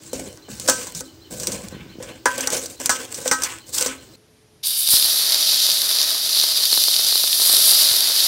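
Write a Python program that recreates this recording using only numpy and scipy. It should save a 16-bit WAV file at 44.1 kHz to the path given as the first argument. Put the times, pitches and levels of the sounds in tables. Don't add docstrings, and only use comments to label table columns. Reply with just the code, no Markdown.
import sys
import numpy as np
from scipy import signal
from scipy.io import wavfile

SR = 44100
rng = np.random.default_rng(int(sys.argv[2]) if len(sys.argv) > 2 else 0)


def pcm_store(signal):
    levels = np.round(np.clip(np.atleast_2d(signal), -1, 1) * 32767)
    wavfile.write(sys.argv[1], SR, levels.astype(np.int16).T)


N = 364707

MOVE_S = 4.158
DROP_S = 4.89

# [f/Hz, relative level/dB, t60/s]
COLANDER_MODES = [(265.3, -6.5, 0.39), (334, -28.5, .08), (509, 5.5, 0.083), (546.4, -7, 0.21),
                  (623, -12, .05), (844, -7, 0.13), (991, -9.5, 0.24), (1042, -9.5, 0.19),
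                  (1113, -5.5, 0.089), (1287, -10, 0.31), (1495, -2, 0.1), (1552, -6.5, 0.34),
                  (1677, -5, .12), (1895, -10.5, 0.19), (2033, -4.5, 0.041), (2360, -21.5, 0.15)]
BOWL_MODES, WALL_MODES = COLANDER_MODES[:5], COLANDER_MODES[5:]


def from_db(db):
    return 10 ** (np.asarray(db) / 20)


def rms_one(x):
    return x / np.sqrt(np.mean(x ** 2) + 1e-20)


def drift(rate_hz):
    r = np.exp(-80 * np.pi * rate_hz / SR)
    noise = rng.standard_normal(N // 40 + 2002)
    slow = signal.lfilter([1], [1, -2 * r, r * r], noise)[2000:]
    return np.interp(np.arange(N) / 40, np.arange(len(slow)), rms_one(slow))


def ring(x, hz, t60):
    r, w = from_db(-60 / (t60 * SR)), 2 * np.pi * hz / SR
    return signal.lfilter([0, np.sin(w)], [1, -2 * r * np.cos(w), r * r], x + 1e-18)


def struck(modes, blows):
    return sum(from_db(db) * ring(blows, hz, t60) for hz, db, t60 in modes)


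def bandpass(x, low_hz, high_hz):
    return signal.lfilter(*signal.butter(2, [low_hz, high_hz], "band", fs=SR), x + 1e-18)


def highpass(x, low_hz):
    return signal.sosfilt(signal.butter(3, low_hz, "high", fs=SR, output="sos"), x)


def grains(per_s, spread_db):
    sizes = from_db(spread_db * np.minimum(rng.exponential(1, N), 6))
    signs = rng.choice([-1, 1], N)
    return rms_one(sizes * signs * (rng.random(N) < per_s / SR))


def clicks(times, db):
    out = np.zeros(N)
    out[np.round(np.asarray(times) * SR).astype(int)] = from_db(db)
    return out


def bursts(times, db, t60):
    envelope, t = np.zeros(N), np.arange(SR // 2) / SR
    for at, level_db, life in zip(times, db, np.broadcast_to(t60, len(times))):
        i = round(at * SR)
        envelope[i:i + len(t)] += from_db(level_db - 60 * t / life)
    return envelope * rng.standard_normal(N)


def swell(start, rise, held, sag_db_per_s, release_db_per_s):
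    t = np.arange(N) / SR - start
    fall = sag_db_per_s * np.clip(t, 0, held) + release_db_per_s * np.maximum(t - held, 0)
    return np.clip(t / rise, 0, 1) * from_db(-np.minimum(fall, 200))


def coloured(sources, spectrum, split_hz=(), shared=0, patchy_db=0):
    edges, table = 28 * 2 ** (np.arange(38) / 4), np.array(spectrum)
    out = np.zeros((len(split_hz) + 1, N))
    for k, (low, high) in enumerate(zip(edges, edges[1:])):
        centre_hz = np.sqrt(low * high)
        db = np.interp(np.log(centre_hz), np.log(table[:, 0]), table[:, 1])
        if patchy_db:
            db = db + patchy_db * drift(16.0)
        sos = signal.butter(2, [low, high], "band", fs=SR, output="sos")
        source = sources[k % len(sources)] + shared + 1e-18
        out[np.searchsorted(split_hz, centre_hz)] += from_db(db) * signal.sosfilt(sos, source)
    return out


def stroke_gains():
    # [start t/s, held t/s, thud level/dB, rumble level/dB, scrape level/dB, wet slither level/dB]
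    strokes = [(0.0, 0.13, -53, -58, -56, -48), (0.128, 0.15, -37, -31.5, -42, -35),
               (0.481, 0.42, -40.5, -52.5, -47.5, -38.5), (0.631, 0.07, -55, -34.5, -42.5, -33),
               (.675, 0.18, -52, -37.5, -38, -32), (0.943, 0.035, -42.5, -48, -50, -34),
               (1.302, 0.29, -36.5, -35.5, -45, -32.5), (1.459, 0.13, -33.5, -33, -37, -35.5),
               (1.619, 0.029, -36.5, -48, -44, -43), (1.72, 0.31, -41.5, -56, -47.5, -63),
               (1.99, 0.11, -43, -38, -41, -45), (2.253, 0.32, -49, -32, -30, -29),
               (2.501, 0.2, -45.5, -35.5, -41.5, -30), (2.788, 0.11, -58, -38.5, -36, -31),
               (2.89, 0.16, -62, -36.5, -36.5, -35), (3.098, 0.15, -54, -42.5, -43.5, -35.5),
               (3.255, 0.18, -83, -41, -38, -36), (3.42, 0.097, -61, -51, -33.5, -35),
               (3.649, 0.14, -53, -49, -56.5, -40.5), (3.721, 0.051, -58, -48, -39, -23),
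               (3.759, .1, -56, -45, -32.5, -26.5), (3.869, 0.027, -47.5, -34.5, -30, -38.5),
               (4.0, 0.21, -53.5, -53, -60, -51.5)]
    attack_s, sag_db_per_s, release_db_per_s = 0.028, 24.5, 170.5
    power = np.zeros((4, N))
    for start, held, *levels_db in strokes:
        shape = swell(start, attack_s, held, sag_db_per_s, release_db_per_s)
        power += (from_db(levels_db)[:, None] * shape) ** 2
    grip_uneven_db = 2.5
    return np.sqrt(power) * from_db(grip_uneven_db * drift(14.0))


def rubbing():
    # [f/Hz, level per Hz/dB]
    rub_colour = [(29, -44.5), (50, -15), (251, -9), (377, -5), (516, -4), (776, -10.5), (1490, -11),
                  (2600, -3.5), (4000, -11), (6000, -7), (7900, -4), (9500, -12.5), (12000, -20),
                  (15700, -15)]
    rub_split = (220, 750, 3500)
    slips = [grains(5000, 2.55) * from_db(2.0 * drift(36)) for _ in range(2)]
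    ticks = .8 * grains(150, 4.0)
    ranges = coloured(slips, rub_colour, rub_split, ticks, patchy_db=1.9)
    thud, rumble, scrape, slither = map(rms_one, ranges)
    bowl = rms_one(struck(BOWL_MODES, slips[0]))
    wall = rms_one(struck(WALL_MODES, slips[0]))
    rumble = rms_one(rumble + from_db(-1) * bowl)
    scrape = rms_one(scrape + from_db(-4) * wall)
    return sum(gain * part for gain, part in zip(stroke_gains(), (thud, rumble, scrape, slither)))


def surroundings():
    # [f/Hz, relative level per Hz/dB]
    yard_colour = [(18, -33), (30, -14), (117, -5), (169, -25), (317, -8.5), (469, -19), (2200, -29),
                   (4350, -24), (8160, -30.5), (10600, -46), (15700, -30.5)]
    # [f/Hz, relative level per Hz/dB]
    stove_colour = [(18, -30), (50, -16), (103, -10), (371, -16), (1090, -28.5), (6400, -29.5), (7400, -43),
                    (8600, -39.5), (10300, -21.5), (12000, -48), (15700, -52)]
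    # [f/Hz, width/Hz, level/dB]
    hums = [(326, 20, -50), (428, 8, -65)]
    yard_db, stove_db = -49.5, -55.5
    white = rng.standard_normal((2, N))
    yard = from_db(yard_db) * rms_one(coloured(white, yard_colour, patchy_db=1.0)[0])
    stove = from_db(stove_db) * rms_one(coloured(white, stove_colour, patchy_db=1.0)[0])
    yard_hum, stove_hum = (from_db(db) * rms_one(ring(white[0], hz, 2.7 / width)) for hz, width, db in hums)
    return np.where(np.arange(N) < MOVE_S * SR, yard + yard_hum, stove + stove_hum)


def bird():
    calls = [.09, .255, .415, .565, .73, .88, 1.045, 1.21, 1.385, 1.555, 1.72, 1.89, 2.09, 2.76, 3.595,
             3.975, 4.13]
    # [start t/s, length t/s, from f/Hz, to f/Hz, relative level/dB]
    notes = [(.001, .03, 3800, 4400, -3), (.03, .022, 3300, 2800, -6)]
    whistle_db = -48.5
    whistles = np.zeros(N)
    for at in calls:
        for start, length, from_hz, to_hz, note_db in notes:
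            u = np.arange(round(length * SR)) / (length * SR)
            hz = (from_hz + (to_hz - from_hz) * np.sqrt(u)) * rng.normal(1, 0.0032)
            tone = np.sin(np.pi * np.sqrt(u)) * np.sin(2 * np.pi * np.cumsum(hz) / SR)
            i = round((at + start) * SR)
            whistles[i:i + len(u)] += from_db(whistle_db + note_db) * tone
    t = np.arange(SR // 4) / SR
    echoes = rng.standard_normal(len(t)) * from_db(-23 - 60 * t / .3)
    return .5 * whistles + signal.fftconvolve(whistles, echoes)[:N]


def knocks():
    # [t/s, rattle level/dB, bowl level/dB, wall level/dB, rattle t60/s (kept within 0.01 to 0.4)]
    knock_table = [(0.131, -26, -16, -44, 0.11), (0.374, -40, -58.5, -38, 0.0085),
                   (0.483, -58, -24.5, -31, 0.06), (0.598, -23.5, -30, -51, 0.031),
                   (0.677, -18.5, -39, -19, 0.42), (0.686, -14.5, -8, -4.5, 0.049),
                   (0.697, -9.5, -56, -36, 0.031), (0.869, -28, -40, -26.5, 0.049),
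                   (0.949, -25.5, -49, -51, 0.06), (1.007, -23.5, -23, -28, 0.019),
                   (1.399, -25.5, -30, -48, 0.074), (1.433, -26, -33, -25, 0.11),
                   (1.471, -15.5, -37, -34, 0.053), (1.519, -23, -39, -46, 0.1),
                   (1.685, -31, -52, -50, 0.014), (1.725, -55, -31, -34, 0.052),
                   (2.002, -53, -23, -44, 0.11), (2.026, -34, -29, -30, 0.14),
                   (2.257, -16, -13, 4.5, 0.081), (2.38, -20.5, -20, -44, 0.02),
                   (2.408, -19, -25, -31.5, 0.053), (2.473, -13, -27, -12, 0.031),
                   (2.503, -20, -43, -48, 0.024), (2.528, -40, -17.5, -28, 0.045),
                   (2.567, -20.5, -27.5, -27, 0.069), (2.637, -30, -47, -47, 0.02),
                   (2.659, -24.5, -29, -36, 0.041), (2.801, -29, -16.5, -29, 0.053),
                   (2.859, -10, -37, -45, 0.033), (2.894, -14, -21, -1, 0.21), (3.144, -27, -36, -73, 0.14),
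                   (3.258, -28, -14, -17, 0.25), (3.278, -15.5, -31, -42, 0.041),
                   (3.313, -13, -14, -0.5, 0.15), (3.421, -20, -42, -14, 0.041),
                   (3.435, -14, -45, -23, 0.079), (3.731, -31.5, -47, -47, 0.33),
                   (3.784, -16.5, -44, -53, 0.023), (3.811, -17, -23, -31, 0.035),
                   (3.825, -17, -33, -41, 0.027), (3.861, -17.5, -19.5, -18.5, 0.095)]
    s, rattle_db, bowl_db, wall_db, t60 = np.transpose(knock_table)
    chatter = bursts(s, rattle_db, np.clip(t60, .01, .4))
    rattle = from_db(-5.5) * bandpass(chatter, 3300, 17000)
    crack = bandpass(bursts(s, rattle_db + 9, .007), 4500, 11000)
    pitches_hz = rng.uniform(5600, 9000, 60)
    jingle = from_db(-42) * struck([(hz, 0, 0.05) for hz in pitches_hz], chatter)
    bowl_ring = struck(BOWL_MODES, bursts(s, bowl_db - 26, 0.018))
    wall_ring = struck(WALL_MODES, bursts(s, wall_db - 35, 0.034))
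    wall_clunk = bandpass(bursts(s, wall_db - 6.0, 0.15), 920, 1570)
    bowl_clunk = bandpass(bursts(s, bowl_db - 1, 0.12), 300, 630)
    return rattle + crack + jingle + highpass(bowl_ring + wall_ring + wall_clunk + bowl_clunk, 250)


def flops():
    # [t/s, click level ahead of the filters/dB]
    flop_table = [(0.499, 8), (1.725, 10.5), (1.747, 9), (1.766, 8), (1.799, 4), (1.862, 6), (1.955, 6),
                  (1.985, 12)]
    return bandpass(bandpass(clicks(*np.transpose(flop_table)), 110, 410), 90, 580)


def steam_thump(x):
    return bandpass(x, 290, 1480)


def fry_gains():
    # [t/s, level/dB]
    vigour = [(4.66, -25), (4.82, -24.5), (4.9, -19.5), (4.96, -14), (5.0, -19.5), (5.32, -18.5),
              (5.62, -16), (5.84, -20.5), (6.02, -19), (6.22, -22.5), (6.38, -17.5), (6.55, -20),
              (6.8, -17.5), (7.08, -18), (7.27, -20), (7.66, -15), (7.8, -14.5), (8.05, -18.5), (8.27, -16)]
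    # [t/s, level/dB]
    splashes = [(4.64, -20), (4.76, -18), (4.885, -13), (7.64, -17.5)]
    touch_s, catch_s = 4.627, 0.01
    splash_rise_s, splash_fade_db_per_s = 0.028, 86
    t = np.arange(N) / SR
    fizz = from_db(np.interp(t, *np.transpose(vigour))) * swell(touch_s, catch_s, 0, 0, 0) ** 2

    bubbling = from_db(-31 + 1.5 * (t - DROP_S) + 2 * drift(1.33))
    sliding = from_db(-8) * (t > touch_s)
    bubbling = bubbling * np.maximum(swell(DROP_S, 0.036, 0, 0, 0), sliding)
    follows = 0.54

    spray = fizz * from_db(-3 + 2 * drift(1.3))
    splash_power = sum((from_db(db) * swell(s, splash_rise_s, 0.024, 0, splash_fade_db_per_s)) ** 2
                       for s, db in splashes)
    return fizz ** follows * bubbling, fizz, np.sqrt(spray ** 2 + splash_power)


def frying():
    # [f/Hz, level per Hz/dB]
    fry_colour = [(24, -85), (40, -85), (101, -54), (224, -28.5), (452, -24.5), (641, -23), (865, -23.5),
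                  (1880, -19), (2180, -22.5), (4180, 9), (4970, 5), (7610, -10), (10500, 1), (15700, -11.5)]
    fry_split = (2600, 7500)
    # [f/Hz, relative level/dB, t60/s]
    wok_modes = [(643.3, 4, 0.11), (1280, -5, 0.099), (1870, -6.5, 0.2)]
    # [f/Hz, width/Hz, relative level/dB]
    hand_gap = [(3720, 260, -5), (3080, 200, -18)]
    bubbles = [grains(9000, 2.02) * from_db(1.22 * drift(40)) for _ in range(2)]
    snaps = .6 * grains(700, 5.0)
    ranges = coloured(bubbles, fry_colour, fry_split, snaps, patchy_db=0.23)
    bubbling, fizz, spray = map(rms_one, ranges)

    thumps = rms_one(steam_thump(grains(90, 2.5)))
    pan = rms_one(struck(wok_modes, bubbles[1]))
    bubbling = rms_one(bubbling + from_db(-9) * thumps + from_db(-11) * pan)

    rings = sum(ring(grains(40, 4.0), hz, 12 / hz) for hz in np.geomspace(3800, 5200, 8))
    fizz = rms_one(fizz + from_db(-9) * rms_one(highpass(rings, 2800)))

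    gap = sum(from_db(db) * rms_one(ring(bubbles[0], hz, 2.2 / width)) for hz, width, db in hand_gap)
    under_hand = highpass(bandpass(fizz, 3650, 9000), 3300) + highpass(gap, 2400)
    fizz = np.where(np.arange(N) < DROP_S * SR, under_hand, fizz)
    return sum(gain * part for gain, part in zip(fry_gains(), (bubbling, fizz, spray)))


def pops():
    # [t/s, snap level/dB, thump level/dB]
    pop_table = [(4.938, -25, 5.5), (5.052, -6, 1.5), (5.084, -25, -1), (5.196, -22, 0), (5.69, -11, 2),
                 (6.008, -16, 1), (6.348, -7, -11), (6.438, -6, 5), (6.637, -6, -6), (6.729, -2, 8),
                 (6.776, -3, 9.5), (6.883, -7, 8), (6.994, -22, 4.5), (7.126, -7, 5.5), (7.156, -4.5, 6),
                 (7.24, -14, 6.5), (7.399, -25, 4), (7.419, -8, 6), (7.496, -5, 7.5), (7.537, -10, 5.5),
                 (7.726, -21, 5), (7.915, -11, -17), (7.939, -15, -12), (8.204, -5, -15)]
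    # [t/s, level/dB]
    slop_table = [(4.935, -25), (5.05, -38), (7.914, -31)]
    s, snap_db, thump_db = np.transpose(pop_table)
    small = (rng.random(N) < 5 / SR) * (np.arange(N) > DROP_S * SR) * from_db(rng.normal(0, 4.7, N))
    snaps = clicks(s, snap_db) + from_db(-20) * small
    thumps = clicks(s, thump_db) + from_db(-8) * small
    snap_ring = highpass(ring(snaps, 4240, 0.016), 2100) + from_db(-6) * ring(snaps, 9400, 0.0047)
    push = np.sin(np.linspace(0, np.pi, round(0.0037 * SR)))
    slops = np.convolve(clicks(*np.transpose(slop_table)), push)[:N]
    return steam_thump(thumps) + snap_ring + slops


def scene():
    before_move = np.arange(N) < MOVE_S * SR
    colander = (rubbing() + bird() + knocks() + flops()) * before_move
    wok = highpass(frying(), 110) + pops()
    return np.tile(colander + wok + surroundings(), (2, 1))


def record(dry):
    x = highpass(dry, 45)
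    x = x / (1 + (x / .97) ** 8) ** .125
    cutoff_hz = 15780
    return signal.sosfilt(signal.ellip(12, .5, 80, cutoff_hz, fs=SR, output="sos"), x)


dry = scene()
out = record(dry)
pcm_store(out)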